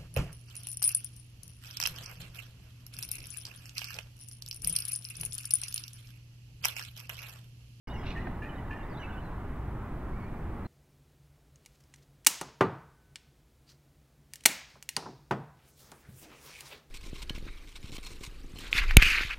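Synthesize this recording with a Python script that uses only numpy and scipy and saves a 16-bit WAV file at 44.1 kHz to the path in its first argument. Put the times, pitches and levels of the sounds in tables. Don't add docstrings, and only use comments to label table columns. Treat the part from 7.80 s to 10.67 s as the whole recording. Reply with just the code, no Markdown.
import sys
import numpy as np
from scipy import signal
from scipy.io import wavfile
from scipy.ndimage import uniform_filter1d

SR = 44100
rng = np.random.default_rng(int(sys.argv[2]) if len(sys.argv) > 2 else 0)


def undo_db(level):
    steps = np.asarray(level, float) / 20
    return 10 ** steps


def pcm_store(signal):
    levels = np.round(np.clip(np.atleast_2d(signal), -1, 1) * 32767)
    wavfile.write(sys.argv[1], SR, levels.astype(np.int16).T)


N = 126567


def evened(x):
    return x / np.sqrt(np.mean(x ** 2) + 1e-20)


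def read(points, hz):
    f, value = np.transpose(points)
    return np.interp(np.log(hz + 1), np.log(f + 1), value)


def add(mix, s, sound):
    part = mix[round(s * SR):][:len(sound)]
    part += sound[:len(part)]


def noise(length):
    return rng.standard_normal(SR // 4)[:length]


def drift(length, size):
    return uniform_filter1d(rng.standard_normal(SR // 4), size)[:length] * np.sqrt(size)


def resonate(x, hz, width):
    turn = np.exp(2j * np.pi * np.cumsum(hz * np.ones(len(x))) / SR)
    r = np.exp(-np.pi * width / SR)
    smooth = np.tile([1 - r, 0, 0, 1, -r, 0], (3, 1))
    return 2 * (turn * signal.sosfilt(smooth, x / turn)).real


PORT_LAG = 2
# pitch in Hz, left minus right in dB.
LEAN = [(60, -0.5), (240, -0.5), (950, -1.0), (3770, -1), (15000, 0)]


def bed(shape, db, swell_db, patchy_db, same, skirt_db):
    frames, hz = N // 512 + 6, np.fft.rfftfreq(2048, 1 / SR)
    a, b, c, d, patches = rng.standard_normal((frames, 1025, 5)).T
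    patches = evened(uniform_filter1d(uniform_filter1d(patches, 12, 0), 7, 1))
    same = np.clip(same(hz), -1, 1)[:, None]
    left = a + 1j * b
    right = same * left + np.sqrt(1 - same ** 2) * (c + 1j * d)
    z = np.array([left, right])
    z[0] *= np.exp(-2j * np.pi * hz * PORT_LAG / SR)[:, None]
    below = skirt_db * np.maximum(np.log2(shape[0][0] / (hz + 1)), 0)
    above = skirt_db * np.maximum(np.log2((hz + 1) / shape[-1][0]), 0)
    z *= undo_db((read(shape, hz) + below + above)[:, None] + patchy_db * patches)
    z *= undo_db(np.array([.5, -.5])[:, None, None] * read(LEAN, hz)[:, None])
    sound = signal.istft(z, nperseg=2048, noverlap=1536)[1][:, :N]
    return undo_db(db + swell_db) * evened(sound)


# pitch in Hz, level in dB per Hz.
RUMBLE = [(20, 1.5), (40, 0.5), (57, -11.5), (72, 0.5), (139, -5), (250, -10), (398, -14), (500, -27)]
# pitch in Hz, level in dB per Hz.
TYRES = [(280, -12.5), (480, -6.5), (740, -3.5), (877, -2.5), (1170, -6), (1240, -7), (2020, -14.5),
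         (2250, -19), (6000, -44.5), (7800, -93), (13200, -120)]
# pitch in Hz, likeness from 0 to 1.
SAME = [(25, .994), (170, .9975), (300, .98), (600, .9), (1200, .93), (2000, .82), (4000, .55), (6000, .2)]
# time in seconds, rumble in dB, tyres in dB, engine hum in dB.
TRAFFIC = [
    (0, -5, 1, 10),
    (.3, 1, 0, -3),
    (.6, -2, 0, 7.5),
    (0.903, -1, -0.5, -6.5),
    (1.202, -3, 1, 4),
    (1.5, -2, 0.5, 5.5),
    (1.8, -1.5, -1, 7),
    (2.1, -1, -0.5, 6),
    (2.4, 0, -1, -5.5),
    (2.87, 0, -0.5, 4),
]
RUMBLE_DB, TYRES_DB, HUM_DB = -37, -47.5, -50
HUM_HZ, HUM_WIDTH = 56.68, 8.3


def traffic():
    s, rumble_db, tyre_db, hum_db = np.transpose(TRAFFIC)
    t = np.arange(N) / SR

    def same(hz):
        return read(SAME, hz)

    rumble = bed(RUMBLE, RUMBLE_DB, np.interp(t, s, rumble_db), 0.72, same, -28)
    hum = evened(resonate(rng.standard_normal(N), HUM_HZ, HUM_WIDTH))
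    hum = undo_db(HUM_DB + np.interp(t, s, hum_db)) * hum
    tyres = bed(TYRES, TYRES_DB, np.interp(t, s, tyre_db), 0.94, same, -45)
    return rumble + hum + tyres


# pitch in Hz, level in dB per Hz.
HISS = [(3530, -7), (6000, -3.5), (6570, -2.5), (15400, -1.5)]


def microphone_hiss():
    return bed(HISS, -71, 0, 0.35, lambda hz: 0 * hz, -20)


RISE_S, FALL_S = .005, .007
WOBBLE, FUZZ = .005, 0.31
FLUTTER_DB, SIDE_FLUTTER_DB = 1.0, 2.0


def whistle(length, db, first_hz, last_hz, partials=(), fade_db=0):
    t = np.arange(0, length + FALL_S, 1 / SR)
    hz = first_hz + (last_hz - first_hz) * t / length
    hz = hz * (1 + WOBBLE * drift(len(t), size=200))
    turn = 2 * np.pi * np.cumsum(hz) / SR
    tone = np.sin(turn)
    for ratio, side_db in partials:
        tone += undo_db(side_db + SIDE_FLUTTER_DB * drift(len(t), size=400)) * np.sin(ratio * turn)
    rise = np.clip(t / RISE_S, 0, 1)
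    fall = np.clip((length + FALL_S - t) / (2 * FALL_S), 0, 1)
    level = undo_db(db + fade_db * (t / length) ** 2 + FLUTTER_DB * drift(len(t), size=300))
    fuzz = 1 + FUZZ * drift(len(t), size=120)
    return np.sqrt(2) * level * rise * fall * tone * fuzz


# start in seconds, length in seconds, level in dB, first Hz, last Hz.
WHISTLES = [(.068, .02, -61, 2950, 2860), (.068, .03, -61, 2200, 2150), (.085, .058, -60, 2860, 2960),
            (.139, .034, -53.5, 2950, 2750), (.187, .06, -67, 2910, 2890), (.135, .019, -56, 1990, 1960),
            (.16, .03, -56, 2060, 2260), (.19, .016, -56, 2060, 1900), (.204, .016, -58, 2120, 2170),
            (.418, .02, -58, 2850, 2860), (.688, .027, -57, 3000, 2910), (.775, .025, -62, 3010, 2930),
            (1.053, .015, -57, 1990, 2000), (1.096, .016, -57, 1980, 1960), (.99, .04, -62, 2820, 2740),
            (1.212, .035, -55, 2870, 2850), (1.325, .04, -62, 2610, 2630), (2.04, .059, -65, 1990, 2000),
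            (2.33, .07, -63, 2170, 2400), (2.397, .05, -58.5, 2230, 2200), (2.44, .05, -64, 2350, 2390)]
# start in seconds, length in seconds, level in dB, first Hz, last Hz.
CHIRPS = [(0.095, 0.03, -63.5, 3470, 3830), (0.134, 0.036, -71, 6020, 5530),
          (0.164, 0.036, -67, 5500, 5200), (.202, .04, -73, 5210, 5050), (0.184, 0.045, -65.5, 3230, 3300),
          (0.752, 0.019, -69.5, 3820, 3770), (1.024, 0.024, -66, 3540, 3700),
          (1.096, .015, -72, 5030, 4800), (1.109, 0.035, -70, 4570, 4570), (1.137, 0.023, -65, 3900, 3560),
          (1.15, 0.04, -66, 3450, 3640), (1.171, 0.019, -58.5, 3910, 3950), (1.193, 0.023, -60, 3060, 3020),
          (1.226, 0.025, -54.5, 2280, 2220), (1.318, 0.03, -67.5, 3510, 3450),
          (1.401, 0.044, -78, 3950, 4150), (1.443, 0.0385, -70.5, 4250, 3840),
          (0.962, 0.022, -64.5, 2765, 2780), (2.398, 0.06, -76.5, 4520, 4390),
          (1.194, .04, -73, 6200, 5640), (0.307, .025, -69, 5000, 5050), (2.849, 0.047, -62, 4070, 4350)]


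def bird():
    out = np.zeros(N)
    for s, *note in WHISTLES:
        add(out, s, whistle(*note))
    for s, *note in CHIRPS:
        octave = [(2, -14)] if 2500 < note[2] < 3400 else []
        add(out, s, whistle(*note, octave))
    return out


RASP_HZ, RASP_ROUGH = 78, .45
RASP_RISE, RASP_CLIMB = 1.25, .1


def rasp(length, db, scale, throat):
    t = np.arange(0, length, 1 / SR)
    phase = (RASP_HZ * t + 0.22 * drift(len(t), size=600)) % 1
    gate = 1 - RASP_ROUGH + RASP_ROUGH * 3 * np.exp(-phase / 0.33)
    drive = gate * noise(len(t))
    climb = scale * (1 + RASP_CLIMB * (t / length - .5))
    body = np.zeros(len(t))
    for hz, width, throat_db in throat:
        body += undo_db(throat_db) * evened(resonate(drive, hz * climb, width))
    breath = np.sin(np.pi * (t / length) ** RASP_RISE)
    return undo_db(db) * breath * evened(body)


# start in seconds, length in seconds, level in dB, throat pitch scale.
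RASPS = [
    (.222, 0.12, -49.5, 0.94),
    (0.068, 0.028, -63, 0.97),
]
# pitch in Hz, width in Hz, level in dB.
RASP_THROAT = [(2780, 1230, 3), (3450, 750, -4.5), (4120, 590, -5), (5800, 1800, -14.5)]
# pitch in Hz, width in Hz, level in dB.
TICK_THROAT = [(5200, 1200, 13), (5900, 310, 0)]
SCATTER_WIDTH = .4


def scold():
    out, t = np.zeros((3, N)), np.arange(SR) / SR
    for row in out:
        for (s, *call), throat in zip(RASPS, (RASP_THROAT, TICK_THROAT)):
            add(row, s, rasp(*call, throat))
    haze = rng.standard_normal((2, SR)) * undo_db(-60 * t)
    haze = undo_db(-4) * haze / np.linalg.norm(haze[0])
    lingering = signal.fftconvolve(out[:1], haze, axes=1)[:, :N]
    return out[0] + SCATTER_WIDTH * out[1:] + lingering


# start in seconds, length in seconds, level in dB, first Hz, last Hz.
RASP_VOICES = [
    (.26, 0.0564, -55.5, 2720, 2900),
    (.228, .09, -67, 2900, 3700),
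    (.255, 0.044, -67, 4800, 3700),
]


def rasp_voice():
    out, t = np.zeros(N), np.arange(N) / SR
    for k, (s, *note) in enumerate(RASP_VOICES):
        octave = [] if k else [(2, -16)]
        add(out, s, whistle(*note, octave))
    return out * (1 + np.cos(2 * np.pi * RASP_HZ * (t - .2685)))


# start in seconds, length in seconds, level in dB, pitch in Hz, overtones in dB.
FLUTES = [
    (.36, .033, -43, 1825, -14.5),
    (.618, .044, -44.5, 1738, -12),
    (.904, .04, -44.5, 1738, -9.5),
]
# pitch as a multiple of the note, level in dB.
SIDE_TONES = [(1.385, -9), (1.46, -17), (1.587, -4), (1.778, -15)]
# pitch in Hz, width in Hz, level in dB.
FLUTE_AIR = [(2500, 800, 0), (1850, 300, -3), (4400, 800, -22)]
# start in seconds, length in seconds, level in dB, first Hz, last Hz.
GRACES = [(.312, .03, -60, 2600, 2050), (.349, .0175, -49, 2040, 1860), (.389, .033, -51, 1880, 2050),
          (.484, .015, -57, 1980, 1930), (.655, .022, -50, 1790, 1930), (.672, .012, -48, 1780, 1760),
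          (.626, .026, -54, 2400, 2440), (.646, .028, -57, 2540, 2560), (.906, .022, -55, 2490, 2460),
          (.372, .02, -57, 2540, 2620), (.942, .028, -53, 1770, 1890), (1.228, .04, -53.5, 2610, 2640),
          (.772, .036, -55, 1990, 1940), (.735, .02, -56, 1770, 1760), (1.008, .016, -55, 1730, 1720),
          (1.03, .02, -56, 1760, 1860)]


def flute():
    out = np.zeros(N)
    for s, length, db, hz, over_db in FLUTES:
        sides = [(ratio, side_db + over_db) for ratio, side_db in SIDE_TONES]
        add(out, s, whistle(length, db, hz * .988, hz * 1.014, sides, fade_db=-2.5))
        add(out, s, rasp(length, db - 10, 0.94, FLUTE_AIR))
    for s, *note in GRACES:
        add(out, s, whistle(*note))
    return out


ECHO_S, ECHO_SMEAR_S, ECHO_DB, ECHO_TOP_HZ = .094, .004, -18, 3400
YARD_DB, YARD_T60, YARD_WIDTH = -8, .75, .45


def outdoors(x):
    t = np.arange(SR) / SR
    taps = rng.standard_normal((2, 3, SR)) * (rng.random((2, 3, SR)) < .05)
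    taps = taps[:, :1] + YARD_WIDTH * taps[:, 1:]
    echo = taps[0] * np.exp(-.5 * ((t - ECHO_S) / ECHO_SMEAR_S) ** 2)
    echo = signal.lfilter(*signal.butter(2, ECHO_TOP_HZ, fs=SR), echo)
    tail = taps[1] * undo_db(-60 * t / YARD_T60) * np.clip(t / 0.012, 0, 1)
    echo = undo_db(ECHO_DB) * echo / np.linalg.norm(echo[0])
    tail = undo_db(YARD_DB) * tail / np.linalg.norm(tail[0])
    return x + signal.fftconvolve(x, echo + tail, axes=1)[:, :N]


# time in seconds, then its ringing tones, each with pitch in Hz,
# left dB, right dB, seconds to fall 60 dB, left phase lead in radians.
KNOCKS = [
    (.4702, [(780, -5, -2, .035, -1.0), (1250, -2, -5, .03, 1.5), (1600, -1, 2, .025, -.3), (2000, -4, -2, .022, -.6), (2500, -8, -6, .022, 1.0)]),
    (.4752, [(690, -3, 4, .055, -1.2)]),
    (1.1165, [(480, -5, -9, .13, 2.6), (980, -14, -17, .12, 2.6)]),
]
KNOCK_DB, KNOCK_RISE_S = -36.5, .0007


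def knock():
    t, out = np.arange(0, .1, 1 / SR), np.zeros((2, N))
    rise = np.sin(np.pi / 2 * np.clip(t / KNOCK_RISE_S, 0, 1)) ** 2
    for s, modes in KNOCKS:
        for hz, left_db, right_db, t60, lead in modes:
            turn, decay = 2 * np.pi * hz * t, -60 * t / t60
            add(out[0], s, undo_db(KNOCK_DB + left_db + decay) * rise * np.sin(turn + lead))
            add(out[1], s, undo_db(KNOCK_DB + right_db + decay) * rise * np.sin(turn))
    return out


# start in seconds, length in seconds, level in dB, first Hz, last Hz.
WARBLES = [
    (1.19, .055, -53, 1690, 1630),
    (1.268, .052, -52, 1630, 1520),
    (1.345, .065, -52, 1560, 1450),
    (1.29, .035, -61, 2900, 2880),
    (1.345, .07, -61, 2880, 2990),
    (1.22, .05, -58, 2300, 2300),
]


def warble():
    out = np.zeros((2, N))
    for s, length, db, first_hz, last_hz in WARBLES:
        t = np.arange(0, length, 1 / SR)
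        hz = first_hz + (last_hz - first_hz) * t / length
        swell = np.sqrt(np.sin(np.pi * t / length))
        for row in out:
            hiss = resonate(noise(len(t)), hz, width=240)
            add(row, s, undo_db(db) * swell * evened(hiss))
    return np.array([out[0], out[0] + SCATTER_WIDTH * out[1]])


def placed(x, pan_db, lag=0):
    return np.array([np.roll(x[0], lag) * undo_db(pan_db / 2), x[-1] * undo_db(-pan_db / 2)])


FLUTE_PAN_DB, BIRD_PAN_DB = -1.2, -3.2


def scene():
    road = traffic()
    ahead = placed(flute()[None], FLUTE_PAN_DB)
    right = placed(bird()[None], BIRD_PAN_DB, PORT_LAG)
    scattered = placed(scold() + rasp_voice() + warble(), BIRD_PAN_DB, PORT_LAG)
    return road + outdoors(ahead + right) + scattered + knock()


def band_limit(x):
    return signal.sosfilt(signal.butter(12, 16370, fs=SR, output="sos"), x)


START_S, OPEN_S, CLOSE_S = .0722, .0015, .002
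EDGE_HZ = 15740


def record(dry):
    sample = np.arange(N)
    opening = np.clip((sample / SR - START_S) / OPEN_S, 0, 1)
    closing = np.clip((N - sample) / SR / CLOSE_S, 0, 1)
    heard = (dry + microphone_hiss()) * opening * closing
    edge = signal.firwin(1023, EDGE_HZ, window=("kaiser", 8), fs=SR)
    mix = signal.oaconvolve(heard, edge[None], "same")
    return band_limit(mix)


dry = scene()
out = record(dry)
pcm_store(out)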